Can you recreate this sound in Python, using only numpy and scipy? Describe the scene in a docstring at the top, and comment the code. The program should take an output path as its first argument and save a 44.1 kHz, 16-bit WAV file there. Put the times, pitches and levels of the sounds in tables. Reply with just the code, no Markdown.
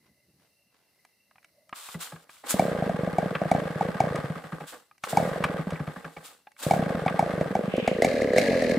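"""Faint rustles and lumpy wind on the microphone, then a cold chainsaw is pulled over on its cord in a
woodland timber yard: one slow pull, two starts that sputter and die, a third that catches as the throttle
opens. Each crank turn thumps the muffler can and barks at the outlet, now and then it fires; the intake
gulps, chirps and roars. Noise contacts ring the casing as knocks and clatter, shaped noise makes the cord's
hiss, and timber stacks echo dully. Behind lie air, leaves and a faint hum of narrow noise bands."""
import sys
import numpy as np
from scipy import signal
from scipy.fft import rfft, irfft, next_fast_len
from scipy.io import wavfile
from scipy.ndimage import uniform_filter1d

SR = 44100
rng = np.random.default_rng(int(sys.argv[2]) if len(sys.argv) > 2 else 0)


def bounce(signal):
    """Save signal as a 16-bit WAV file at the path given by the first command-line argument."""
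    frames = np.transpose(np.atleast_2d(signal))
    limited = np.clip(frames, -1, 1)
    pcm = np.round(limited * 32767).astype(np.int16)
    wavfile.write(sys.argv[1], SR, pcm)


def gain_from_db(level_db):
    """Convert decibel levels to linear amplitude factors (20 dB per decade)."""
    decades = np.asarray(level_db, float) / 20
    return 10 ** decades


N = 387198  # samples


def rms_one(x):
    """Scale to rms 1."""
    return x / np.sqrt(np.mean(x ** 2) + 1e-20)


def in_time(rows):
    """Columns of a curve, one value per sample."""
    s, *columns = np.transpose(rows)
    return [np.interp(np.arange(N) / SR, s, c) for c in columns]


def at_hz(points, hz):
    """Read a spectrum on a log-frequency axis."""
    point_hz, values = np.array(points)[:, 0], np.array(points)[:, 1]
    return np.interp(np.log(hz + 1), np.log(point_hz), values)


def band(x, low_hz, high_hz):
    """Band-pass."""
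    return signal.sosfilt(signal.butter(2, [low_hz, high_hz], "band", fs=SR, output="sos"), x)


def drift(rate_hz):
    """Slow chance: random knots of spread 1, joined by straight lines."""
    knots = int(N / SR * rate_hz) + 2
    return np.interp(np.arange(N) / SR * rate_hz, np.arange(knots), rng.standard_normal(knots))


def grit(spread_db):
    """Dense contacts of uneven size, two unrelated streams sharing one level drift."""
    return rng.standard_normal((2, N)) * gain_from_db(spread_db * drift(400))


def lay(times, shapes):
    """Add one waveform at each time in seconds."""
    out = np.zeros(N + SR)
    for s, shape in zip(times, shapes):
        start = round(s * SR)
        out[start:start + len(shape)] += shape
    return out[:N]


def bursts(rows, swell_s):
    """Gain of events that rise 20 dB in swell_s up to their time, hold, and fade; the loudest one rules."""
    out, t = 0, np.arange(N) / SR
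    for s, peak_db, hold_s, fade_s in rows:
        before, after = np.maximum(s - t, 0), np.maximum(t - s - hold_s, 0)
        out = np.maximum(out, gain_from_db(peak_db - 20 * (before / swell_s + after / fade_s)))
    return out


# How alike the two ears are. Each row: frequency in Hz, left-right likeness 0-1.
LIKENESS = [(60, 0.55), (240, 0.57), (950, 0.85), (3770, 0.41), (15000, 0.043)]
# Balance of the stereo pair. Each row: frequency in Hz, left minus right in dB.
LEAN = [(60, 12), (380, -3.5), (2380, 2), (15000, -1)]


def coloured(source, spectrum, low_hz, high_hz):
    """Two unrelated streams become a stereo pair with a spectrum; its mono sum has rms 1 in the band."""
    size = next_fast_len(N)
    hz = np.arange(size // 2 + 1) * SR / size
    alike = np.clip(at_hz(LIKENESS, hz), 0, 1)
    mid, side = rfft(source, size) * gain_from_db(at_hz(spectrum, hz))
    pair = np.sqrt(1 + alike) * mid + np.sqrt(1 - alike) * side * [[1], [-1]]
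    lean = gain_from_db(at_hz(LEAN, hz) * [[.5], [-.5]])
    out = irfft(pair * lean, size)[:, :N]
    return out / np.std(band(out.mean(axis=0), low_hz, high_hz))


# Resonances of the saw's casing. Each row: frequency in Hz, relative level in dB, 60 dB decay in seconds.
CASING = [(849, 14.5, 0.038), (1240, 18.5, 0.014), (1633, 9.5, 0.023), (1980, 5.5, 0.03), (2244, 12, 0.016),
          (2820, -4, 0.033), (3627, 4.5, 0.025)]


def casing(contacts, share_db):
    """Contacts ring every casing mode, a two-pole resonator, each with its own share."""
    out = 0
    for k, (hz, level_db, t60) in enumerate(CASING):
        r, w = gain_from_db(-60 / (t60 * SR)), 2 * np.pi * hz / SR
        mode = signal.lfilter([0, np.sin(w)], [1, -2 * r * np.cos(w), r * r], contacts)
        out = out + gain_from_db(level_db + share_db[..., [k]]) * mode
    return out


# Carburettor. Each row: time in seconds, throttle opening 0-1.
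THROTTLE = [(2.7, 0.19), (4.4, .05), (7.4, 0.13), (7.8, 0.54), (8.0, 0.75), (8.4, 0.9), (8.78, 0.79)]
# The crank fires or changes pace, then coasts to the next row. Each row: start in seconds, outlet bark level
# in dB, mean speed in turns per second (0 = a single turn), factor by which each turn outlasts the one before.
STROKES = [(1.946, -40, 5.5, 1.0), (2.124, -44.5, 0.0, 1.0), (2.54, -19.5, 18, 1.0),
           (2.594, -8, 30.8, 1.05), (2.822, -17, 25.0, 1.0), (2.862, -23.5, 31, 1.0),
           (2.894, -16, 22.5, 0.93), (3.073, -18.5, 18, 0.9), (3.183, -11.0, 22.7, 1.0),
           (3.227, -19.0, 24.5, 1.59), (3.309, -26, 19, 1.52), (3.415, -16.0, 20, 1.75),
           (3.514, -8.5, 29, 1.02), (3.653, -24.5, 19.0, 1.04), (3.8085, -13.5, 27.0, 0.95),
           (3.885, -25.0, 17, 0.9), (4.003, -8.5, 27.5, 1.05), (4.185, -28, 17.5, 1.04),
           (4.359, -37, 11, 0.99), (4.608, -42, 0.5, 1.0), (5.129, -18.5, 25, 1.0), (5.171, -7.0, 39, 0.95),
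           (5.273, -23.5, 22, 1.02), (5.589, -30, 12.5, 1.0), (5.669, -30, 15, 1.49),
           (5.801, -30, 12.5, 1.2), (5.964, -44.5, 10, 1.47), (6.169, -44, 0.0, 1.0),
           (6.664, -18.0, 23, 1.0), (6.709, -7.5, 29.5, 1.1), (6.947, -22.5, 41.5, 1.0),
           (6.971, -28, 22.2, 0.9), (7.061, -13.0, 21.5, 1.0), (7.107, -28, 23.5, 1.43),
           (7.192, -8.5, 30.5, 1.0), (7.225, -14.5, 26.3, 1.08), (7.377, -22.5, 30.5, 1.0),
           (7.41, -14.0, 21, 0.97), (7.552, -12, 24, 1.21), (7.636, -25.5, 20.0, 1.5),
           (7.737, -18.0, 20.5, 1.12), (7.876, -8.5, 24.5, 0.99), (8.021, -7.0, 43.5, 1.0),
           (8.046, -6.5, 40.5, 1.03), (8.218, -13.5, 34.5, 1.04), (8.334, -14, 29.5, 1.0),
           (8.362, -10.5, 50, 1.0), (8.382, -5.5, 46.0, 1.02), (8.622, -11.0, 40.5, 1.02),
           (8.696, -12.5, 40.5, 1.05), (8.77, -20, 0.0, 1.0)]


def crank():
    """Every turn: time, bark, duration, throttle and intake gulp; unfired turns bark by their pace."""
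    s, typed_db = [], []
    ends = [row[0] for row in STROKES[1:]] + [N / SR]
    for (start, db, speed, slowing), end in zip(STROKES, ends):
        lengths = slowing ** np.arange(max(round(speed * (end - start)), 1))
        s += list(start + (end - start) * (np.cumsum(lengths) - lengths) / lengths.sum())
        typed_db += [db] + [np.nan] * (len(lengths) - 1)
    s, typed_db = np.array(s)[:, None], np.array(typed_db)[:, None]
    coasting = np.isnan(typed_db)
    chance = rng.standard_normal((len(s), 2))

    # coasting turns come a little unevenly, less so with the throttle open
    jitter_s = .0012
    s = s + jitter_s * (1 - np.interp(s, *np.transpose(THROTTLE))) * coasting * chance[:, :1]
    turn = np.minimum(np.diff(s, axis=0, append=s[-1:] + .025), .12)

    # a coasting bark falls with the time the turn before took; some are feebler
    coast_db, coast_db_per_s, feebler_db = -8.5, 329, 4.0
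    afterheat = 0.3505  # share of a firing's extra bark left in the next turn
    coast_db = coast_db - coast_db_per_s * np.roll(turn, 1)
    heat_db = afterheat * np.roll(np.nan_to_num(typed_db - coast_db), 1)
    coast_db = coast_db + heat_db - feebler_db * np.abs(chance[:, 1:])
    bark_db = np.where(coasting, coast_db, typed_db)

    # the gulp is louder with the throttle open and is lost on turns slower than 45 ms
    opening = np.interp(s, *np.transpose(THROTTLE))
    gulp_db = -27 + 11.0 * opening - 750.5 * np.maximum(turn - 0.045, 0)
    return s, bark_db, turn, opening, gulp_db


# The muffler can thumps about as hard whether a turn fires or not. Each row: bark in dB, thump in dB.
THUMP = [(-49.5, -42), (-40, -29), (-32.5, -23), (-20, -21.5), (-9, -18)]


def exhaust(turns):
    """Each port opening thumps the muffler can and barks in the outlet; hot gas barks higher and cracks."""
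    s, bark_db, turn, opening, gulp_db = turns
    t, chance = np.arange(8000) / SR, rng.standard_normal((len(s), 4))[:, :, None]

    rise = 0.0022 + 0.088 * np.maximum(turn - .055, 0)  # a slow piston uncovers the port gently
    fade = (0.061 + 1.3 * np.clip(turn - .04, 0, .06)) * (1 - 0.56 * opening)
    thump_db = np.interp(bark_db, *np.transpose(THUMP)) + 4.6 * opening + 1.8 * chance[:, 2]
    thump_hz = (153 + 95 * opening) * (1 + (.05 + .07 * opening) * chance[:, 0])
    thump_time = t + 0.00098 * (1 - np.exp(-t / .005))  # pitch starts high and settles
    eddies = rms_one(band(rng.standard_normal((len(s), len(t))), 51, 330))  # the gas tumbles as it leaves
    thump = (1 - np.exp(-(t / rise) ** 2)) * gain_from_db(-60 * t / fade)
    thump = thump * (np.sin(2 * np.pi * thump_hz * thump_time + .5) + .33 * eddies)

    bark_hz = (np.clip(906.0 + 14 * bark_db, 610, 900) - 80 * opening) * (1 + 0.053 * chance[:, 1])
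    bark_time = t - .0017 * opening * (1 - np.exp(-t / 0.0031))  # an open engine barks upward
    blowdown = np.exp(-(t / (.0058 - 0.0028 * opening)) ** 3) + 0.15 * gain_from_db(-60 * t / 0.04)
    blowdown = (1 - np.exp(-(t / 0.0025) ** 2)) * blowdown
    bark = gain_from_db(bark_db + 1.5 * opening) * blowdown * np.sin(2 * np.pi * bark_hz * bark_time + 0.4)

    crack_db = 2.22 * bark_db - 9.5 + 8.5 * opening + 0.83 * chance[:, 3]
    crack_hz = 2280 * (1 + .06 * opening * chance[:, 2])
    crack_time = t - .0006 * opening * (1 - np.exp(-t / .003))
    crack = gain_from_db(crack_db - 60 * t / (0.038 - 0.016 * opening)) * (1 - np.exp(-t / 0.00076))
    crack = crack * np.sin(2 * np.pi * crack_hz * crack_time)

    snap = gain_from_db(crack_db - 5.5 - 5.0 * opening - 60 * t / 0.03)
    spray = gain_from_db(crack_db - 27 - 60 * t / .45)  # hot gas
    spit = (snap + spray) * band(rng.standard_normal((len(s), len(t))), 1300, 8500)
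    return lay(s[:, 0], gain_from_db(thump_db) * thump + bark + crack + spit)


def intake(turns):
    """The crankcase gulps and rings the filter box; an open throat chirps. Returns tones and air flow."""
    s, bark_db, turn, opening, gulp_db = turns
    t, chance = np.arange(3000) / SR, rng.standard_normal((len(s), 4))[:, :, None]

    gulp = (1 - np.exp(-(t / 0.0022) ** 2)) * (np.exp(-(t / 0.0045) ** 2) + 0.25 * gain_from_db(-60 * t / 0.0922))
    gulp = gain_from_db(gulp_db + 1.5 * chance[:, 0]) * gulp
    ring_hz = 490 + 5000 * np.maximum(.03 - turn, 0)
    ring_hz = ring_hz * (1 + (.03 + .04 * opening) * chance[:, 1])
    ring = gulp * np.sin(2 * np.pi * ring_hz * t)
    gulps = lay((s + .41 * turn)[:, 0], ring)  # part of a turn after the exhaust
    blowback = lay(s[:, 0], .95 * opening * ring)  # exhaust kicks the open box too

    # the chirp sweeps up as the ports uncover
    sweep = 1650 * (1 + .05 * chance[:, 2]) * (t + 20 * t ** 2)
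    chirp = opening ** 4 * gain_from_db(-21 + 0.35 * bark_db + 1.7 * chance[:, 3])
    chirp = chirp * np.exp(-((t - .005) / 0.0025) ** 2) * np.sin(2 * np.pi * sweep)

    # flow grows with speed and peaks late in the turn
    pulse = 1.12 + np.exp(-((t / turn - .85) / 0.19) ** 2)
    flow = opening ** 2 * (0.021 / turn) ** 2.9 * pulse * (t < turn)
    return gulps + blowback + lay(s[:, 0] - .004, chirp), lay(s[:, 0], flow)


# Air through the open intake. Each row: frequency in Hz, relative level in dB per Hz.
OPEN_ROAR = [(800, -3.5), (1300, -34), (1540, -12.5), (1680, 8.5), (1830, -3), (2200, 0), (2700, -6.5),
             (3400, -14.5), (4100, -5), (5300, -14.5), (9000, -23), (15500, -36)]


def intake_roar(flow):
    """Air roars through the open intake with the flow, and hisses past a half-open throttle plate."""
    roar = gain_from_db(-39.0) * flow * coloured(grit(3.1), OPEN_ROAR, 1000, 6000)
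    from_half_open = (in_time(THROTTLE)[0] - .58) / .24  # loudest at opening .58
    squeeze_db = -45 - 20 * from_half_open ** 2 + 3.4 * drift(50)
    return roar + gain_from_db(squeeze_db) * rms_one(band(grit(2.8), 2100, 3105))


# Knocks and rattles of the casing. Each row: start in seconds, level in dB, pitch of the struck part in Hz,
# brightness in dB.
KNOCKS = [(1.0485, -48, 1980, 1.5), (1.31, -53, 1203, -32), (1.356, -50.5, 1240, -18.5),
          (1.3809, -48, 2473, -21), (1.444, -46.5, 2438, 0), (1.6919, -45.5, 1284, -1),
          (1.726, -28, 1240, -46), (1.8866, -34, 1255, -27), (2.0713, -35, 1308, -22.5),
          (2.2926, -41.5, 1412, -18), (3.351, -21, 1550, -28.5), (4.156, -26.5, 1261, -3),
          (4.9112, -45, 1240, -17), (4.979, -56.5, 2040, 8), (5.036, -21.5, 1330, -6),
          (5.438, -15, 1480, -11.5), (5.704, -29, 1122, -8), (6.469, -37.5, 1004, -45),
          (6.5168, -52, 2150, 3), (7.078, -19.5, 1160, -37), (7.876, -21, 2279, -51),
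          (5.757, -34, 2090, -20), (2.16, -43, 1500, -20), (2.366, -52, 2200, -5), (7.765, -44, 3600, 12),
          (6.564, -50, 2200, -8), (1.428, -55, 2300, -3)]


def knocks():
    """A short clump of contacts rings the modes nearest the struck part, over a dry knock and a snap."""
    s, peak_db, struck_hz, bright_db = np.transpose(KNOCKS)[:, :, None]
    t = np.arange(4000) / SR
    length = 0.0018 + 0.014 * gain_from_db(peak_db / 2)  # hard knocks rattle on
    clump = rng.standard_normal((len(s), len(t)))
    clump = clump * (1 - np.exp(-(t / 0.0014) ** 2)) * np.exp(-t / length)
    octaves_apart = np.abs(np.log2(np.array(CASING)[:, 0] / struck_hz))
    rung = casing(clump, rng.normal(0, 1.1, octaves_apart.shape) - 30 * octaves_apart)
    dry_knock = band(band(clump, 450, 2700), 450, 2700)
    snap = band(clump, 4500, 9300)
    rung, dry_knock, snap = [p / np.abs(p).max(axis=1, keepdims=True) for p in (rung, dry_knock, snap)]
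    return lay(s[:, 0], gain_from_db(peak_db) * (0.55 * rung + 0.5 * dry_knock + gain_from_db(bright_db - 8.0) * snap))


# Rattle of the loose metal. Each row: frequency in Hz, relative level in dB per Hz.
CLATTER = [(150, -23), (300, -6), (370, -17.5), (470, -3), (640, -10), (980, -11), (1660, -6.5),
           (2100, -13.5), (2900, -20.5), (4000, -24), (6850, -36.5), (8090, -32), (11100, -38),
           (15500, -43.5)]
# A pull or a stall jolts the whole saw. Each row: time of full level in seconds, clatter level in dB, hold
# in seconds, seconds to fade 20 dB.
JOLTS = [(2.441, -55, 0.1147, 0.7538), (4.72, -57.5, 0.0078, 0.1), (5.07, -52.5, .06, 0.5),
         (6.3, -66.5, 0.0073, 0.1024), (6.62, -54.5, .05, 0.7224)]


def clatter(turns):
    """Clutch, chain and pawls rattle most mid-turn; on slow turns they jump ahead of the chug, then still."""
    s, bark_db, turn, opening, gulp_db = turns
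    part = np.arange(6000) / SR / turn  # share of the turn gone by
    slow = np.clip((turn - .048) / .05, 0, 1)
    jump_db = 4.6 * np.exp(-part / .12) + 3.7 - 16 * part ** 2.5
    swell_db = (1 - slow) * 2.5 * np.exp(-((part - .55) / 0.05) ** 2) + slow * jump_db
    swell_db = uniform_filter1d(lay(s[:, 0] - .004, swell_db * (part < 1)), size=260)

    ticks = grit(3.66)
    ticks = rms_one(ticks) + .22 * rms_one(casing(ticks, np.zeros(len(CASING))))
    rattle = coloured(ticks, CLATTER, 1007.0, 1287.0)

    # slow turns and an open throttle shake less
    running = lay(s[:, 0], gain_from_db(-39 - 211 * turn - 12.5 * opening) * (part < 1))
    running = uniform_filter1d(running, size=round(0.15147 * SR))
    gain = np.maximum(running, bursts(JOLTS, 0.0074))

    # on slow turns the casing clacks, its modes mixed by chance
    clicks = rng.standard_normal(part.shape) * part / .03 * np.exp(-part / .03)
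    octaves_apart = np.abs(np.log2(np.array(CASING)[:, 0] / 1400))
    clack = casing(clicks[:, :3000], rng.normal(0, 6.4, (len(s), len(CASING))) - 25 * octaves_apart)
    clack = slow * gain_from_db(-24.5 - 96 * turn) * clack / np.abs(clack).max(axis=1, keepdims=True)
    return gain * gain_from_db(swell_db + drift(40)) * rattle + lay(s[:, 0] - .004, clack)


# The starter cord runs out, slackens and rewinds. Each row: time of full level in seconds, level in dB, hold
# in seconds, seconds to fade 20 dB.
CORD_STROKES = [(1.76, -53, 0.18, 0.05), (2.012, -44.5, 0.018, 0.12), (2.3, -63.5, 0.047, 0.3),
                (2.47, -47.5, 0.00044, 0.04), (2.503, -29, 0.0016, 0.05), (2.52, -44.5, 0.000056, 0.24),
                (4.68, -51.5, 0.01635, 0.12), (5.05, -51, 0, 0.1), (5.1, -39.5, 0, 0.0529),
                (5.15, -53.5, 0.042, 0.32), (6.25, -51, 0, 0.12), (6.6, -51, 0.021, 0.1336),
                (6.63, -41.5, 0, 0.15), (6.72, -52, 0.024, 0.1258)]
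# Hiss of a slow cord. Each row: frequency in Hz, relative level in dB per Hz.
CORD_SLOW = [(180, -35), (486, -7), (1360, 4.5), (1930, -2.5), (3580, 2.5), (6200, -4), (7820, 2),
             (11900, -5.5), (15000, -4)]
# A fast-running cord hisses brighter. Each row: frequency in Hz, relative level in dB per Hz.
CORD_FAST = [(300, -25), (1360, -10), (3000, -12.5), (5500, -7.5), (7600, 2), (10000, -2.5), (15000, -9)]


def cord(turns):
    """Hiss of cord and starter drum, brighter the faster it runs."""
    s, bark_db, turn, opening, gulp_db = turns
    whirr = lay(s[:, 0], gain_from_db(-68.5) * (np.arange(6000) / SR < turn))  # the drum, while the engine turns
    gain = np.maximum(bursts(CORD_STROKES, 0.022), whirr)
    fast = gain ** 2 / (gain ** 2 + gain_from_db(2 * -38.5))  # the bright hiss takes half at -38.5 dB
    slow_hiss = np.sqrt(1 - fast) * coloured(grit(1.6), CORD_SLOW, 3000, 12000)
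    fast_hiss = np.sqrt(fast) * coloured(grit(2.5), CORD_FAST, 3000, 11000)
    return gain * gain_from_db(0.67 * drift(60)) * (slow_hiss + fast_hiss)


# Timber stacks. Each row: delay at the left in seconds, delay at the right in seconds, level in dB.
ECHOES = [(.009, .012, -15.5), (.021, .017, -23.5), (.038, .045, -17)]


def timber(x):
    """The sound with a few dull echoes, other delays at each ear."""
    dull = band(x, 210, 5000)
    echoes = [gain_from_db(level_db) * np.array([lay([left], [dull]), lay([right], [dull])])
              for left, right, level_db in ECHOES]
    return x + sum(echoes)


# Air and leaves. Each row: frequency in Hz, relative level in dB per Hz.
YARD = [(24, -55), (40, -25), (140, -9.5), (300, -8), (585, -9), (900, -14.5), (1500, -19), (2050, -11),
        (2450, -19), (2770, -12), (3300, -23), (4030, -10), (6170, -13), (6700, -20), (10000, -12),
        (16000, -15.5)]
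# Wind on the microphone. Each row: time in seconds, mean level in dB.
BREEZE = [(0, -77), (.1, -72), (.22, -86.5), (.34, -69), (.5, -83.5), (.62, -85)]
# Faint rustles underfoot. Each row: time of full level in seconds, level in dB, hold in seconds, seconds to
# fade 20 dB.
RUSTLES = [(.05, -74.5, 0.031, 0.04), (.41, -75, 0.045, .06), (.735, -75, .005, 0.4)]
# Colour of a rustle. Each row: frequency in Hz, relative level in dB per Hz.
RUSTLE = [(150, -4), (600, 0), (1500, -3), (2500, -6), (5000, -11), (12000, -23)]
# Distant drone. Each row: frequency in Hz, width in Hz, mean level in dB.
HUM = [(601.11, 90, -89.5), (2040, 120, -87.5), (2730, 90, -91.5)]


def yard():
    """Air and leaves, gusting a little, lumpy wind, rustles and a drone of narrow bands that come and go."""
    air = gain_from_db(-78.5 + 0.8 * drift(4)) * coloured(rng.standard_normal((2, N)), YARD, 40, 16000)
    wind = gain_from_db(in_time(BREEZE)[0] + 3.0 * drift(27)) * rms_one(band(rng.standard_normal(N), 70, 240))
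    rustles = bursts(RUSTLES, .04) * coloured(grit(4.0), RUSTLE, 300, 5000)
    out = air + wind + rustles
    for hz, width_hz, level_db in HUM:
        comes_db = level_db + 7.0 * drift(5) + 3.0 * drift(25)
        tone = band(rng.standard_normal(N), hz - width_hz / 2, hz + width_hz / 2)
        out = out + gain_from_db(comes_db) * rms_one(tone)
    return out


def scene():
    """The saw with its echoes, its noises and the yard."""
    turns = crank()
    tones, flow = intake(turns)
    saw = timber(exhaust(turns) + tones + knocks())
    return saw + intake_roar(flow) + clatter(turns) + cord(turns) + yard()


def top_cut(x):
    """Nothing passes above the cut-off."""
    return signal.sosfilt(signal.butter(12, 16500, fs=SR, output="sos"), x)


def record(dry):
    """The deepest bass is thinned, the very top is filtered off and peaks are rounded."""
    thin = signal.sosfilt(signal.butter(1, 85, "high", fs=SR, output="sos"), dry)
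    thin = signal.sosfilt(signal.cheby2(10, 50, 16300, fs=SR, output="sos"), thin)
    rounded = 1.49 * np.tanh(thin / 0.93)
    return top_cut(rounded)


dry = scene()
out = record(dry)
bounce(out)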